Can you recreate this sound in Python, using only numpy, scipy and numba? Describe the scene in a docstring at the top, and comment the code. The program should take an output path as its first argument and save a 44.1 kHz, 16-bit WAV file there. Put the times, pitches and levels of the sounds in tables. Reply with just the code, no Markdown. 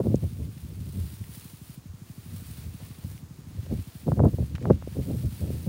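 """A gust buffets the microphone first: a turbulent rumble that brightens and pops as eddies hit.
Between and beneath the gusts, someone gathers cut grass by hand in an open field. Friction among
the blades makes each armful swish and crackle, and now and then a stalk snaps. Underneath run
a faint wash of air and a soft, even, low throb at about twelve beats a second."""
import sys
import numpy as np
from scipy import signal
from scipy.fft import rfft, irfft
from scipy.io import wavfile
from scipy.ndimage import uniform_filter1d
from numba import njit

SR = 44100
rng = np.random.default_rng(int(sys.argv[2]) if len(sys.argv) > 2 else 0)


def transcribe(signal):
    """Save signal, clipped to [-1, 1], as a 16-bit WAV file at the path in sys.argv[1]."""
    frames = np.atleast_2d(signal).T
    limited = np.clip(frames, -1, 1)
    pcm = np.round(limited * 32767).astype(np.int16)
    wavfile.write(sys.argv[1], SR, pcm)


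N = 250488
T = np.arange(N) / SR


def undb(db):
    """Decibels to amplitude ratio."""
    return 10 ** (np.asarray(db) / 20)


def unit(x):
    """Normalisation to rms 1."""
    return x / np.sqrt(np.mean(x ** 2))


def add(out, start_s, sound):
    """Superposition: a short sound adds to the mix from start_s."""
    i = int(start_s * SR)
    out[i:i + len(sound)] += sound[:N - i]


def walk(rate_hz):
    """Random modulation: held values, smoothed twice and softly limited to +-2."""
    hold = int(SR / rate_hz)
    steps = np.repeat(rng.standard_normal(N // hold + 1), hold)
    smoothed = uniform_filter1d(uniform_filter1d(steps, hold), hold)[:N]
    return 2 * np.tanh(unit(smoothed) / 2)


def swell(peak_s, rise_s, fall_s, roundness):
    """Amplitude envelope peaking at 1; roundness 1 is pointed, 2 a Gaussian bell."""
    t = T - peak_s
    distance = np.abs(t / np.where(t < 0, rise_s, fall_s))
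    return np.exp(-np.minimum(distance ** roundness, 20))


def colour(x, spectrum):
    """Spectral shaping by (frequency_hz, gain_db) points, normalised to rms 1."""
    hz, db = np.transpose(spectrum)
    bin_hz = np.maximum(np.fft.rfftfreq(N, 1 / SR), 1)
    gain = undb(np.interp(np.log(bin_hz), np.log(hz), db))
    return unit(irfft(rfft(x) * gain, N))


# Spectrum of the open air: frequency_hz, gain_db
AIR_SPECTRUM = [(40, -33), (100, 19.5), (300, 10.5), (600, 0), (1100, 0.5), (3000, -11), (7000, -5),
                (15000, -32)]
def air(level_db=-57.5):
    """Ambient noise: the faint broadband wash of the field drifts slowly in level."""
    return colour(rng.standard_normal(N), AIR_SPECTRUM) * undb(level_db + walk(0.53))


def throb(period_s=.08062, start_hz=295, end_hz=60, glide_s=0.009, level_db=-34.5, scatter_db=1.14):
    """A periodic pulse train: each soft thump is a few cycles of a sine gliding down in pitch."""
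    t = T[:SR // 20]
    pitch_hz = end_hz + (start_hz - end_hz) * np.exp(-t / glide_s)
    attack = np.sin(np.pi / 2 * np.minimum(t / 0.0056, 1)) ** 2
    release = np.exp(-(t / 0.021) ** 4)
    thump = attack * release * np.sin(2 * np.pi * np.cumsum(pitch_hz) / SR)
    out = np.zeros(N)
    for start_s in np.arange(.0807, N / SR, period_s):
        add(out, start_s, undb(level_db - scatter_db * rng.standard_normal()) * thump)
    return out


@njit
def lowpass(x, corner_hz, damping):
    """A damped second-order system: state-variable low-pass with a moving corner."""
    y = np.empty(len(x))
    band_state, low_state = 0., 0.
    for i in range(len(x)):
        g = np.tan(np.pi * corner_hz[i] / SR)
        band = (band_state + g * (x[i] + 1e-18 - low_state)) / (1 + g * (g + damping))
        y[i] = low_state + g * band
        band_state, low_state = 2 * band - band_state, 2 * y[i] - low_state
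    return y


def turbulence(push, corner_hz, tilt_gain, damping, cut_hz, tilt_hz=80):
    """Turbulent pressure: large eddies carry most energy, small ones die off above the corner."""
    pressure = push + tilt_gain * signal.lfilter(*signal.butter(1, tilt_hz, fs=SR), push)
    for _ in range(3):
        pressure = lowpass(pressure, corner_hz, damping)
    low_cut = signal.butter(6, cut_hz, "high", fs=SR, output="sos")  # makes the bass ring late
    return signal.sosfilt(low_cut, pressure)


def hollow_tone(x, centre_hz=552, q=3.5, band_db=-2):
    """Spectral emphasis: a broad peak near 550 Hz makes the wind and pops sound hollow."""
    return x + undb(band_db) * signal.lfilter(*signal.iirpeak(centre_hz, q, fs=SR), x)


# Light air between the gusts: time_s, level_db
LIGHT_AIR = [(0, -36), (.5, -41.5), (.59, -46.5), (.8, -37), (1.05, -42), (1.11, -44), (1.3, -48),
             (1.5, -56), (2.21, -57.5), (2.3, -38.5), (2.7, -47), (3.0, -49.5), (3.3, -49.5), (3.68, -43),
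             (3.9, -60), (4.02, -49), (4.3, -36.5), (5.68, -42)]
# Gusts striking the microphone: peak_s, level_db, length_s, corner_hz
WIND_GUSTS = [(.005, -20.5, 0.026, 910), (0.08, -23, 0.079, 630), (0.119, -25.5, 0.11, 594),
              (0.243, -22.5, 0.051, 486), (0.422, -30, 0.11, 414), (0.637, -36, .03, 270),
              (0.868, -36, 0.055, 530), (0.998, -26.5, 0.094, 316), (1.214, -29.5, 0.018, 260),
              (1.903, -37, 0.038, 213), (2.668, -33, 0.076, 350), (3.05, -31, 0.028, 420),
              (3.11, -35.5, 0.043, 290), (3.59, -27.5, 0.032, 340), (3.722, -26, 0.076, 613),
              (3.794, -29.5, .05, 318), (4.086, -20, 0.038, 640), (4.128, -18.5, 0.025, 427),
              (4.207, -17.5, 0.08, 570), (4.252, -13.5, 0.053, 775), (4.342, -22, 0.017, 456),
              (4.407, -21.5, 0.057, 455), (4.549, -24, 0.018, 277), (4.679, -25, 0.13, 684),
              (4.71, -13.5, 0.02, 800), (4.733, -20, 0.031, 333), (4.987, -28, 0.068, 555),
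              (5.127, -27.5, 0.18, 520), (5.258, -23, 0.055, 355), (5.428, -23, 0.036, 440),
              (5.519, -30, 0.18, 560), (5.675, -21.5, 0.024, 600)]
def airflow(calm_corner_hz=340, rise_share=.42, darken_octaves=0.75):
    """Power summation: breeze and gusts give one level in dB and a power-weighted corner in Hz."""
    power = undb(np.interp(T, *np.transpose(LIGHT_AIR))) ** 2
    weighted_hz = power * calm_corner_hz
    for peak_s, level_db, length_s, corner_hz in WIND_GUSTS:
        envelope = swell(peak_s, rise_share * length_s, (1 - rise_share) * length_s, roundness=1.92)
        gust_power = (undb(level_db) * envelope) ** 2
        power += gust_power
        # small eddies arrive ahead of the main push, so the corner falls through the gust
        progress = np.clip((T - peak_s) / length_s, -1, 1)
        weighted_hz += gust_power * corner_hz * 2 ** (-darken_octaves * progress)
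    return 10 * np.log10(power), weighted_hz / power


def wind(flutter_db=2.0, corner_waver=0.068, full_gust_db=-22, steady_range_db=18):
    """Turbulence rumbles on the microphone: light air comes in patches, a full gust pushes steadily."""
    level_db, corner_hz = airflow()
    flutter = walk(60) * np.clip((full_gust_db - level_db) / steady_range_db, 0, 1)
    corner_hz *= np.exp(corner_waver * flutter)
    pressure = turbulence(rng.standard_normal(N), corner_hz, tilt_gain=1.38, damping=3.09, cut_hz=74.4)
    rumble = hollow_tone(pressure)
    rumble /= np.sqrt(uniform_filter1d(rumble ** 2, size=900) + 1e-12)  # rms 1 over about 20 ms
    return rumble * undb(level_db + flutter_db * flutter)


# Single eddies bursting on the microphone: start_s, peak_db, corner_hz
EDDIES = [(0.056, -26.5, 680), (0.069, -12, 468), (0.143, -6.5, 453), (0.239, -29, 696),
          (0.987, -31.5, 262), (3.045, -35, 386), (3.665, -41, 905), (4.079, -21.5, 850),
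          (4.086, -15.5, 715), (4.119, -17.5, 1200), (4.176, -27, 686), (4.194, -18.5, 1320),
          (4.202, -10.5, 850), (4.237, -16, 800), (4.253, -16.5, 910), (4.256, -14.5, 915),
          (4.268, -13, 495), (4.385, -22.5, 644), (4.425, -28.5, 607), (4.582, -33.5, 2130),
          (4.655, -19.5, 1550), (4.700, -10.5, 700), (4.704, -12.5, 1210), (4.708, -2.5, 510),
          (4.824, -32, 1600), (4.874, -22.5, 510), (4.968, -23, 537), (4.989, -16, 404),
          (5.441, -31.5, 660), (5.503, -22.5, 437)]
def pops():
    """Impulse response: an eddy's sudden push gives a hollow knock, bright and then a low wobble."""
    out, push = np.zeros(N), signal.unit_impulse(2048)
    for start_s, peak_db, corner_hz in EDDIES:
        steady_hz = np.full(len(push), float(corner_hz))
        pop = hollow_tone(turbulence(push, steady_hz, tilt_gain=0.17, damping=1.33, cut_hz=59.4))
        add(out, start_s, undb(peak_db) * pop / np.abs(pop).max())
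    return out


# Stalks that break: start_s, peak_db, ring_hz, decay_s
BREAKING_STALKS = [(0.157, -34, 6150, 0.001), (1.24, -42, 2060, 0.0015), (1.355, -34.5, 13600, 0.0035),
                   (1.37, -42, 14500, .004), (1.380, -37, 14500, .004), (1.398, -43, 8000, 0.0018),
                   (2.468, -39, 9600, 0.0011), (2.740, -40.5, 10400, 0.0018), (2.800, -44.5, 605, 0.024),
                   (2.886, -43, 9400, .002), (3.178, -42, 2310, 0.00078), (4.247, -39.5, 11000, .002),
                   (4.552, -35, 1720, 0.0041), (4.559, -38, 2020, 0.003), (4.626, -41.5, 2470, 0.002),
                   (5.328, -47, 3100, 0.0008)]
def snaps(q=2.5):
    """Fracture: a breaking stalk gives a brief noise burst, coloured by the stalk's resonance."""
    out, t = np.zeros(N), T[:SR // 20]
    for start_s, peak_db, ring_hz, decay_s in BREAKING_STALKS:
        burst = rng.standard_normal(len(t)) * np.exp(-t / decay_s)
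        crack = signal.lfilter(*signal.iirpeak(ring_hz, q, fs=SR), burst)
        add(out, start_s, undb(peak_db) * crack / np.abs(crack).max())
    return out


def blades(contacts_per_s, spread_db, sliding_gain, catch_share=0.0067, catch_decay_s=0.0036):
    """Stick-slip friction: tiny contacts over smooth sliding; a stem catches and lets go in a crackle."""
    contacts = rng.random(N) < contacts_per_s / SR
    strengths = undb(spread_db * np.minimum(rng.exponential(size=N), 6)) * rng.choice([-1, 1], N)
    catches = rng.random(N) < catch_share * contacts_per_s / SR
    catch_gains = undb(4.5 + 1.27 * np.minimum(rng.exponential(size=N), 3))
    crackle_gain = signal.lfilter([1], [1, -np.exp(-1 / (catch_decay_s * SR))], catches * catch_gains)
    return unit(contacts * strengths) + (sliding_gain + crackle_gain) * rng.standard_normal(N)


# Armfuls swept onto the pile, before the boosts in grass(): peak_s, rise_s, fall_s, swish_db, sizzle_db
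ARMFUL_SWEEPS = [(.15, .25, 0.36, -65, -61), (.65, .22, 0.28, -66, -62), (1.05, 0.22, 0.35, -66, -57),
                 (1.41, 0.12, 0.18, -69, -56.5), (1.69, 0.11, 0.096, -68, -58), (2.2, 0.2, 0.11, -65, -60),
                 (2.53, 0.28, 0.16, -63, -55.5), (2.94, 0.34, 0.22, -62, -59),
                 (3.14, 0.069, 0.084, -69.5, -59.5), (3.62, 0.13, 0.16, -60.5, -62.5),
                 (3.87, 0.18, 0.36, -63, -59), (4.38, 0.14, 0.14, -65.5, -60), (4.7, 0.27, 0.44, -61, -68),
                 (5.15, 0.27, 0.52, -64, -56.5), (5.56, 0.28, 0.7, -64.5, -58)]
def handling(settle_swish_db=-67.5, settle_sizzle_db=-66.5):
    """Incoherent addition: armfuls and the settling pile sum in power to swish and sizzle levels in dB."""
    power = undb([[settle_swish_db], [settle_sizzle_db]]) ** 2
    for peak_s, rise_s, fall_s, swish_db, sizzle_db in ARMFUL_SWEEPS:
        envelope = swell(peak_s, rise_s, fall_s, roundness=3.45)
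        power = power + (undb([[swish_db], [sizzle_db]]) * envelope) ** 2
    return 10 * np.log10(power)


# Spectrum of the heavy bundle's swish: frequency_hz, gain_db
BUNDLE_SPECTRUM = [(300, 2.5), (700, 0), (1300, -2.5), (2500, 1), (4500, -2), (6000, -8), (7500, -17.5),
                   (10000, -54), (15000, -69)]
# Spectrum of the dry tips' sizzle: frequency_hz, gain_db
TIP_SPECTRUM = [(2000, -10), (4500, -6), (6000, -10), (7800, -8.5), (8300, -4.5), (9600, -3), (12000, -7.5),
                (14000, -4), (15600, -1)]
def grass(swish_boost_db=1, sizzle_boost_db=6, flicker_db=1.2):
    """Friction noise: the bundle swishes, its dry tips sizzle; faster handling makes more contacts."""
    swish_db, sizzle_db = handling()
    contacts_per_s = 4000 * undb(sizzle_db - sizzle_db.max())
    flicker = undb(flicker_db * walk(35))
    swish = colour(blades(contacts_per_s, spread_db=4, sliding_gain=1.28), BUNDLE_SPECTRUM)
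    sizzle = colour(blades(contacts_per_s, spread_db=5.5, sliding_gain=2.6), TIP_SPECTRUM)
    swish *= undb(swish_db + swish_boost_db)
    sizzle *= undb(sizzle_db + sizzle_boost_db)
    return flicker * (swish + sizzle)


def scene():
    """Free-field superposition: with no walls, the sources add without reflections."""
    return (wind() + pops() + throb() + grass() + snaps() + air())[None]


def record(dry, bottom_hz=45, top_hz=15750):
    """Band limiting: the deepest bass and the highest treble are filtered away."""
    low_cut = signal.butter(4, bottom_hz, "high", fs=SR, output="sos")
    high_cut = signal.ellip(12, .1, 80, top_hz, fs=SR, output="sos")
    return signal.sosfilt(high_cut, signal.sosfilt(low_cut, dry))


dry = scene()
out = record(dry)
transcribe(out)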